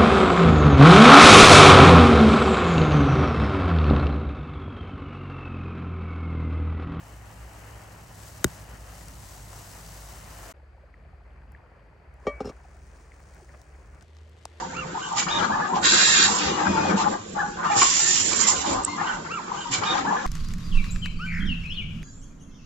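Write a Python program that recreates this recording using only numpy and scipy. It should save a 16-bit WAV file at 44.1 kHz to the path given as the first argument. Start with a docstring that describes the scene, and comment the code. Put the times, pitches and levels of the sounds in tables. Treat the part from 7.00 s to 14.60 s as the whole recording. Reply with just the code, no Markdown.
"""A cast-iron pan over an outdoor fire, in three shots: water simmers and steams, then a knife lets a block
of butter drop and scrapes away, and the butter sizzles. Steam and frying are spitting shaped noise; butter,
blade and scrape excite damped modes. The fire is soft roaring noise with cracks (noise bursts over dull
knocks) and small blips. Behind lie rumble, open-air hiss and gliding engine tones."""
import sys
import numpy as np
from scipy import signal
from scipy.fft import rfft, irfft, next_fast_len
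from scipy.io import wavfile
from scipy.ndimage import map_coordinates

SR = 44100
rng = np.random.default_rng(int(sys.argv[2]) if len(sys.argv) > 2 else 0)


def natural_amplitude(level_db):
    """Convert a level in decibels to a linear amplitude factor, elementwise."""
    exponent = np.asarray(level_db, float) / 20
    return 10 ** exponent


def pcm_store(signal):
    """Save signal as 16-bit PCM."""
    levels = np.round(np.clip(np.atleast_2d(signal), -1, 1) * 32767)
    wavfile.write(sys.argv[1], SR, levels.astype(np.int16).T)


N = 335160

# Silence between the first two shots: start in seconds, end in seconds.
GAP_S = (3.5255, 3.5385)
# Noise spectra, shape only. Each row: frequency in Hz, density in dB per Hz.
RUMBLE_SPECTRUM = [(25, -44.5), (38, -7), (52, -2), (75, -7.5), (110, -6.5), (170, -11.5), (240, -20),
                   (330, -23.5), (500, -63)]
# Fire roar and pan hiss, one such spectrum a shot. 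Each row: frequency in Hz, density in dB per Hz.
ROAR_SPECTRA = [
    [(150, -33.5), (250, -5), (440, -4), (720, -0.5), (1590, -6.5), (1840, -6), (2380, -11.5),
     (3010, -11.5), (3700, -31), (5000, -46)],
    [(150, -33), (250, -4.5), (400, 1.5), (700, -1.5), (1000, -4.5), (1740, -4.5), (2500, -10.5),
     (3500, -34.5), (5000, -57.5)],
    [(150, -26.5), (250, -6.5), (420, 0.5), (700, -8.5), (1200, -12), (2000, -10.5), (3000, -18.5),
     (3600, -24), (5000, -59)],
]
HISS_SPECTRA = [
    [(1800, -30.5), (3000, -10), (3850, -5), (6000, -2), (8140, -1), (9500, -5.5), (11500, -1.5),
     (13000, -10.5), (15100, -4), (15850, -3), (16000, -64)],
    [(1800, -33), (3000, -5), (3600, -7.5), (4800, -2.5), (6600, 0), (7900, -3), (9130, -2), (11600, -14.5),
     (13000, -33), (15100, -11), (15850, -5), (16000, -61)],
    [(1800, -22), (3000, -1.5), (5050, -6.5), (7370, -10), (9000, -12.5), (12100, -23.5), (15100, -26),
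     (15850, -30), (16000, -59)],
]
# Far, smooth hiss of the open air. Each row: frequency in Hz, density in dB per Hz.
AIR_SPECTRUM = [(2000, -27.5), (3000, -6), (3640, -13), (4650, -5.5), (5600, -20), (9500, -21.5),
                (11700, -23.5), (12700, -23), (13000, -68)]
# Left-right likeness of the noises. Each row: frequency in Hz, correlation from -1 to 1.
STEREO_LIKENESS = [(60, 0.95), (150, 0.95), (380, 0.67), (950, 0.58), (2380, 0.26), (5980, 0.75),
                   (15000, -0.283)]
# Stereo balance. Each row: frequency in Hz, left minus right in dB.
STEREO_LEAN_DB = [(60, 0.5), (150, -2.5), (380, 0.5), (950, 2.5), (2380, 3), (5980, 4), (15000, -2)]
# Far engine tones. Each row: start in seconds, end in seconds, start pitch in Hz, end pitch in Hz, level in dB.
HUM_GLIDES = [(0, 1.2, 58, 52, -51), (1.6, 3.5, 54, 52, -47.5), (0, 2.4, 59, 66.3, -52.5),
              (0, 3.5, 107.5, 98, -54.5), (2.3, 3.54, 134, 133, -62.5), (0, 3.5, 171, 164.5, -63),
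              (3.5, 7.01, 50.6, 50.2, -52.5), (3, 4.6, 68, 68, -53.5), (4, 4.2, 80, 77, -54),
              (4.5, 5.1, 75, 72, -58), (5, 5.6, 51, 63, -46.5), (5, 7.01, 68, 70.5, -52),
              (6.3, 7.0, 64, 66.5, -55), (5, 7.01, 139, 142.5, -70), (7, 7.7, 76, 80.5, -50)]
# Fire and fat cracks. Each row: time in seconds, nominal level in dB, knock relative to burst in nominal dB,
# treble centre in Hz.
CRACK_EVENTS = [(1.4431, -7, -24.5, 6540), (2.0832, -32.5, -27, 8050), (4.5196, -52, 2, 11550),
                (5.1399, -54, -4.5, 7190), (6.2023, -49.5, -6, 6742), (6.3463, -48, -16, 7500),
                (6.6156, -45.5, -7, 6180), (6.9473, -53, -9, 4310), (7.0095, -49, -23, 3935),
                (7.0242, -47, -23, 4990), (7.167, -49, -2, 3180), (7.186, -52, -6, 2600),
                (7.2948, -54, -10.5, 6070), (7.367, -54.5, -1, 3860), (7.4535, -26, -3, 4590)]
# Dull blips from embers and fat. 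Each row: time in seconds, nominal level in dB, nominal pitch in Hz.
BLIP_EVENTS = [(3.835, -46.5, 537), (3.942, -44, 1900), (4.131, -48, 743), (4.55, -39.5, 1722),
               (4.715, -50, 721), (5.65, -46, 725), (6.12, -43, 2010), (6.366, -48, 1500),
               (6.42, -46.5, 357), (6.493, -45, 1800), (6.541, -48, 1150)]
# Mode tables: after-ring of the big crack, knife blade, pan. Each row: frequency in Hz, level in dB,
# t60 in seconds.
THUMP_MODES = [(75, -25.5, 0.068), (133, -22.5, .2), (187, -19.5, 0.099), (264, -20, 0.059),
               (373, -6.5, 0.026), (563, -4.5, 0.0074), (1490, -1.5, 0.0078), (1900, -3.5, 0.008),
               (3790, -12, 0.012), (6400, -7.5, 0.011), (11560, -9.5, 0.0084), (15300, -12.5, .01)]
BLADE_MODES = [(578, -3, 0.16), (634, -11, 0.15), (1168, -3, .14), (1098, -23, 0.17), (1873, -15, 0.14),
               (2272, -11, 0.42), (3171, -17, 0.09), (4250, -31, .12), (5669, -31, .12)]
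PAN_MODES = [(232, 0.5, 0.038), (268, -5.5, 0.1), (427, 7, 0.051), (506, 5, 0.052), (786, 0.5, 0.044),
             (1234, -2, 0.027), (2770, -27, 0.056), (3800, -46, .03), (4130, -33, 0.074),
             (5160, -26, 0.064), (5560, -27.5, 0.08), (6880, -36, 0.092), (8550, -36, 0.063)]
# Blows on the pan. Each row: time in seconds, pan level in dB, blade level in dB.
BLOWS = [(5.251, -45, -66), (5.267, -21.5, -22), (5.284, -39.5, -37.5), (5.403, -24.5, -57),
         (5.444, -36.5, -66), (5.471, -34, -62), (5.490, -45, -40)]
# Scrape: start, rise, hold, release, all in seconds.
SCRAPE_S = (5.425, 0.026, 0.046, 0.022)
# Dark gaps in the treble. Each row: centre in Hz, half width in Hz, depth in dB.
TREBLE_DIPS = [(10120, 340, -28), (13800, 640, -34)]
# Cracks reach the left port first. Each row: frequency in Hz, left lead in radians.
LEFT_LEAD_RAD = [(60, 0.5), (1500, 1), (2400, 1), (4000, -1.4), (7000, 1.14), (9500, 2.5), (16000, 2)]
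# Each row is a shot: rumble in dB, roar in dB, dB of roar per dB of pan activity, spit depth in dB.
SHOTS = [(-50.5, -51, 0.2549, 1.5), (-56.5, -59.5, 0.05, 2.5), (-60.5, -61, 0.7, 3.5)]
# How hard the pan boils or fries, one table a shot. Each row: time in seconds, hiss in dB.
PAN_ACTIVITY = [
    [(0, -57.5), (1.1, -56), (1.25, -50.5), (1.7, -54.5), (1.8, -55.5), (2, -52), (2.2, -52.5), (2.4, -50),
     (3.05, -49.5), (3.25, -52), (3.5, -49.5)],
    [(3.56, -86), (5.1, -87), (5.25, -72), (5.55, -71.5), (5.8, -69), (6.45, -65.5), (7.01, -72)],
    [(7.04, -72), (7.42, -68.5), (7.6, -64.5)],
]
# Flurries of spitting fat swell roar and ticks. Each row: centre in seconds, half length in seconds,
# swell in dB.
FLURRIES = [(5.39, .13, 6), (6.376, .025, 5), (6.498, .015, 4.5), (6.547, 0.011, 7), (6.75, .012, 4)]

AIR_DB = -79.5
HUM_FADE_S, HUM_WAVER_DB, HUM_DRIFT_HZ = 0.12, 2.2, 0.67
KNOCK_HZ = 844  # nominal, under a crack
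SPUTTER_FROM_S, SPUTTER_DB, SPUTTER_CLUMP_DB = 3.56, -66, 1.5  # small random ticks
BLADE_PRESSED_S, BLADE_PRESSED_T60_S = 5.41, 0.15  # blade meets the iron again, its ring is stifled
SCRAPE_BODY_DB, GRIT_DB, GRIT_GROWTH_DB, SLIPS_PER_S = -38.5, -60.5, 10.5, 700


def unit(x):
    """Scaled to rms 1."""
    return x / np.sqrt(np.mean(x ** 2) + 1e-20)


def along(points, hz):
    """Values of (Hz, value) points, interpolated on a log frequency axis."""
    f, v = np.transpose(points)
    return np.interp(np.log(hz + 1), np.log(f + 1), v)


def curves(rows):
    """A mask of the table's time span, then one value per sample for each column."""
    s, *cols = np.transpose(rows)
    t = np.arange(N) / SR
    opening = np.clip((t - s[0] + 0.03) / 0.01, 0, 1)
    closing = np.clip((s[-1] + 0.03 - t) / 0.01, 0, 1)
    return [opening * closing] + [np.interp(t, s, c) for c in cols]


def wobble(knots_per_s):
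    """A smooth random curve through normally distributed knots."""
    knots = rng.standard_normal(int(N * knots_per_s / SR) + 4)
    return map_coordinates(knots, [np.arange(N) * knots_per_s / SR])


def filtered(x, response):
    """x times a complex response of frequency."""
    m = next_fast_len(N + SR // 2)
    return irfft(rfft(x, m) * response(np.fft.rfftfreq(m, 1 / SR)), m)[..., :N]


def rush(spectrum, grain_db=0., grain_per_s=300):
    """Stereo noise of rms 1; grain_db makes it spit in tiny bursts shared by both sides."""
    pair = rng.standard_normal((2, N)) * natural_amplitude(grain_db * wobble(grain_per_s))

    def mid_side(hz):
        angle = np.arccos(np.clip(along(STEREO_LIKENESS, hz), -1, 1)) / 2
        return natural_amplitude(along(spectrum, hz)) * [np.cos(angle), np.sin(angle)]

    mid, side = filtered(pair, mid_side)
    return unit(np.array([mid + side, mid - side]))


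def ring(modes, t, scatter_db=0):
    """Sum of damped modes struck at t = 0, levels randomly scattered."""
    return sum(natural_amplitude(db + rng.normal(0, scatter_db) - 60 * t / t60_s) * np.sin(2 * np.pi * hz * t)
               for hz, db, t60_s in modes)


def blip(hz, cycles, t):
    """A few cycles of falling pitch that swell and die; peak near 1."""
    u = t * hz / cycles
    envelope = np.e * u * np.exp(-u)
    return envelope * np.sin(2 * np.pi * hz * t * (1.15 - 0.034 * np.minimum(u, 5)))


def flurry_swell_db(t):
    """The dB that the flurries add at times t."""
    return sum(db * np.exp(-((t - s) / half_s) ** 2) for s, half_s, db in FLURRIES)


def add(out, s, sound):
    """Places a sound at time s."""
    at = round(s * SR)
    out[at:at + len(sound)] += sound


def open_air():
    """Steady, smooth far hiss from shaped noise."""
    return natural_amplitude(AIR_DB) * rush(AIR_SPECTRUM)


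def engine_hum():
    """Far engine tones glide in pitch, fade in and out and waver in level."""
    out, t = np.zeros(N), np.arange(N) / SR
    for start, end, from_hz, to_hz, db in HUM_GLIDES:
        hz = np.interp(t, [start, end], [from_hz, to_hz]) + HUM_DRIFT_HZ * wobble(5)
        fade = np.clip(np.minimum(t - start + 0.03, end + 0.024 - t) / HUM_FADE_S, 0, 1)
        phase = 2 * np.pi * (np.cumsum(hz) / SR + rng.random())
        level = np.sqrt(2) * natural_amplitude(db + HUM_WAVER_DB * wobble(5))
        out += fade * level * np.sin(phase)
    return out


def low_rumble():
    """One slowly wavering low noise, its level set shot by shot."""
    level = np.zeros(N)
    for rows, (rumble_db, *_) in zip(PAN_ACTIVITY, SHOTS):
        level += curves(rows)[0] * natural_amplitude(rumble_db)
    return level * natural_amplitude(1.5 * wobble(6.9)) * rush(RUMBLE_SPECTRUM)


def cracks():
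    """Each crack is a decaying noise burst over a dull knock; louder ones last longer, the strongest thumps."""
    out, t = np.zeros(N + SR), np.arange(SR // 4) / SR
    short_t = t[:1300]
    for s, db, knock_db, hz in CRACK_EVENTS:
        decay_s = 0.0066 * natural_amplitude(db / 8)  # time to fall 30 dB
        burst = rng.standard_normal(1300) * natural_amplitude(-30 * short_t / decay_s)
        edges_hz = [hz / 1.6, min(hz * 2.2, 15800)]
        band = signal.butter(2, edges_hz, "bandpass", fs=SR, output="sos")
        bright = signal.sosfilt(band, burst)
        bright /= abs(bright).max()
        knock = blip(KNOCK_HZ * natural_amplitude(rng.normal(0, 1)), 0.45, short_t)
        knock /= abs(knock).max()
        add(out, s + 0.00025, natural_amplitude(db + 3.0) * (bright + natural_amplitude(knock_db - 1.0) * knock))
        if db > -15:
            add(out, s + 0.00039, natural_amplitude(db) * ring(THUMP_MODES, t, scatter_db=2.2))
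    fire = out[:N]
    sides = np.array([[0.5], [-0.5]])  # left is louder and earlier
    return filtered(fire, lambda hz: natural_amplitude(0.93 * sides) * np.exp(1j * sides * along(LEFT_LEAD_RAD, hz)))


def blips():
    """The clearest blips, over many small ones at random moments, pitches and lengths that come in clumps."""
    out, t = np.zeros(N + SR), np.arange(SR // 40) / SR
    for s, db, hz in BLIP_EVENTS:
        add(out, s - 0.002, natural_amplitude(db - 2.5) * blip(hz, 2.2, t))
    clump_db = SPUTTER_CLUMP_DB * wobble(3.8)
    for place, chance, tone, length in rng.random(size=(600, 4)):
        when = SPUTTER_FROM_S + place * (N / SR - SPUTTER_FROM_S) * 0.999
        octaves = 2.8 * (tone - 0.5)
        size_db = min(-3 * np.log(1 - chance), 8) - 4.5 * octaves - 2 * octaves ** 2
        db = SPUTTER_DB + flurry_swell_db(when) + clump_db[int(when * SR)] + size_db
        add(out, when, natural_amplitude(db) * blip(1300 * 2 ** octaves, 1 + 2 * length, t))
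    return out[:N]


def grit_band():
    """Bandpass for the gritty noise of iron."""
    return signal.butter(3, [900, 6500], "bandpass", fs=SR, output="sos")


def knife_and_butter_blows():
    """Butter and blade strike the pan: pan modes with a noise tick, and blade modes stifled once pressed."""
    out, t = np.zeros(N + SR), np.arange(SR // 3) / SR
    for s, pan_db, blade_db in BLOWS:
        noise = signal.sosfilt(grit_band(), rng.standard_normal(len(t)))
        tick = 0.12 * natural_amplitude(-60 * t / 0.087) * noise
        pressed_s = np.maximum(s + t - max(s, BLADE_PRESSED_S), 0)
        stifled = natural_amplitude(-60 * pressed_s / BLADE_PRESSED_T60_S)
        pan = natural_amplitude(pan_db) * (ring(PAN_MODES, t, scatter_db=2) + tick)
        blade = natural_amplitude(blade_db) * stifled * ring(BLADE_MODES, t, scatter_db=1)
        add(out, s, (pan + blade) * (1 - np.exp(-t / 0.0019)))
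    return out[:N]


def knife_scrape():
    """The blade drags over the iron in small random slips that excite the pan modes, ever brighter."""
    t = np.arange(SR // 3) / SR
    start, rise, hold, release = SCRAPE_S
    since = np.arange(N) / SR - start
    pressure = np.interp(since, np.cumsum([0, rise, hold, release]), [0, 1, 1, 0]) ** 2
    slips = rng.standard_normal(N) * ((rng.random(N) < SLIPS_PER_S / SR) + 0.03)
    low_ring = ring(PAN_MODES[:6], t) * natural_amplitude(-60 * t / 0.05)
    low = unit(signal.fftconvolve(slips, low_ring)[:N])
    high = unit(signal.fftconvolve(slips, ring(PAN_MODES[6:], t))[:N])
    rough = slips * 0.5 + 0.076 * rng.standard_normal(N)
    grit = unit(signal.sosfilt(grit_band(), rough))
    bright = unit(high + 0.66 * grit)
    bright_db = GRIT_DB + GRIT_GROWTH_DB * np.clip(since / (rise + hold), 0, 1)
    return pressure * (natural_amplitude(SCRAPE_BODY_DB) * low + natural_amplitude(bright_db) * bright)


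def fire_and_pan():
    """Fire roar and the hiss of steam or frying fat, shot by shot; a busier pan also roars more."""
    out = np.zeros((2, N))
    flutter, surge = wobble(19), wobble(13)
    flurry_db = flurry_swell_db(np.arange(N) / SR)
    for rows, roar, hiss, shot in zip(PAN_ACTIVITY, ROAR_SPECTRA, HISS_SPECTRA, SHOTS):
        _, roar_db, share, spit_db = shot
        span, hiss_db = curves(rows)
        activity_db = hiss_db - hiss_db[span > 0].mean()
        busy_db = share * activity_db + flurry_db + 0.8 * wobble(2.8)
        roar_level = natural_amplitude(roar_db + busy_db + 0.65 * flutter)
        hiss_level = natural_amplitude(hiss_db + 0.5 * flutter + 0.55 * surge)
        out += span * roar_level * rush(roar, grain_db=1.0, grain_per_s=130)
        out += span * hiss_level * rush(hiss, grain_db=spit_db, grain_per_s=400)
    return out


def scene():
    """The noises surround the listener; cracks lean left; hum, blips and knife start out centred."""
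    background = open_air() + engine_hum() + low_rumble()
    knife = knife_and_butter_blows() + knife_scrape()
    return background + cracks() + blips() + knife + fire_and_pan()


def top_cut(x):
    """Nothing passes above the cut-off."""
    return signal.sosfilt(signal.butter(12, 16830, fs=SR, output="sos"), x)


def record(dry):
    """The recorder cuts the deepest bass and delays low tones by a cycle or so: clicks sweep downwards."""
    def lag(hz):
        cycles = 1.3
        turns = np.log(np.maximum(hz, 70) / 70) + np.minimum(hz / 70, 1) - hz / 20000
        return np.exp(-2j * np.pi * cycles * turns)

    def colour(hz):
        dips_db = sum(db * np.exp(-((hz - centre) / width) ** 4) for centre, width, db in TREBLE_DIPS)
        lean_db = along(STEREO_LEAN_DB, hz) * [[0.5], [-0.5]]
        bass_cut = hz ** 4 / (hz ** 4 + 38 ** 4)
        return natural_amplitude(dips_db + lean_db) * bass_cut

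    t = np.arange(N) / SR
    gate = (t < GAP_S[0]) | (t > GAP_S[1])
    mix = filtered(dry, lambda hz: lag(hz) * colour(hz)) * gate
    return top_cut(mix)


dry = scene()
out = record(dry)
pcm_store(out)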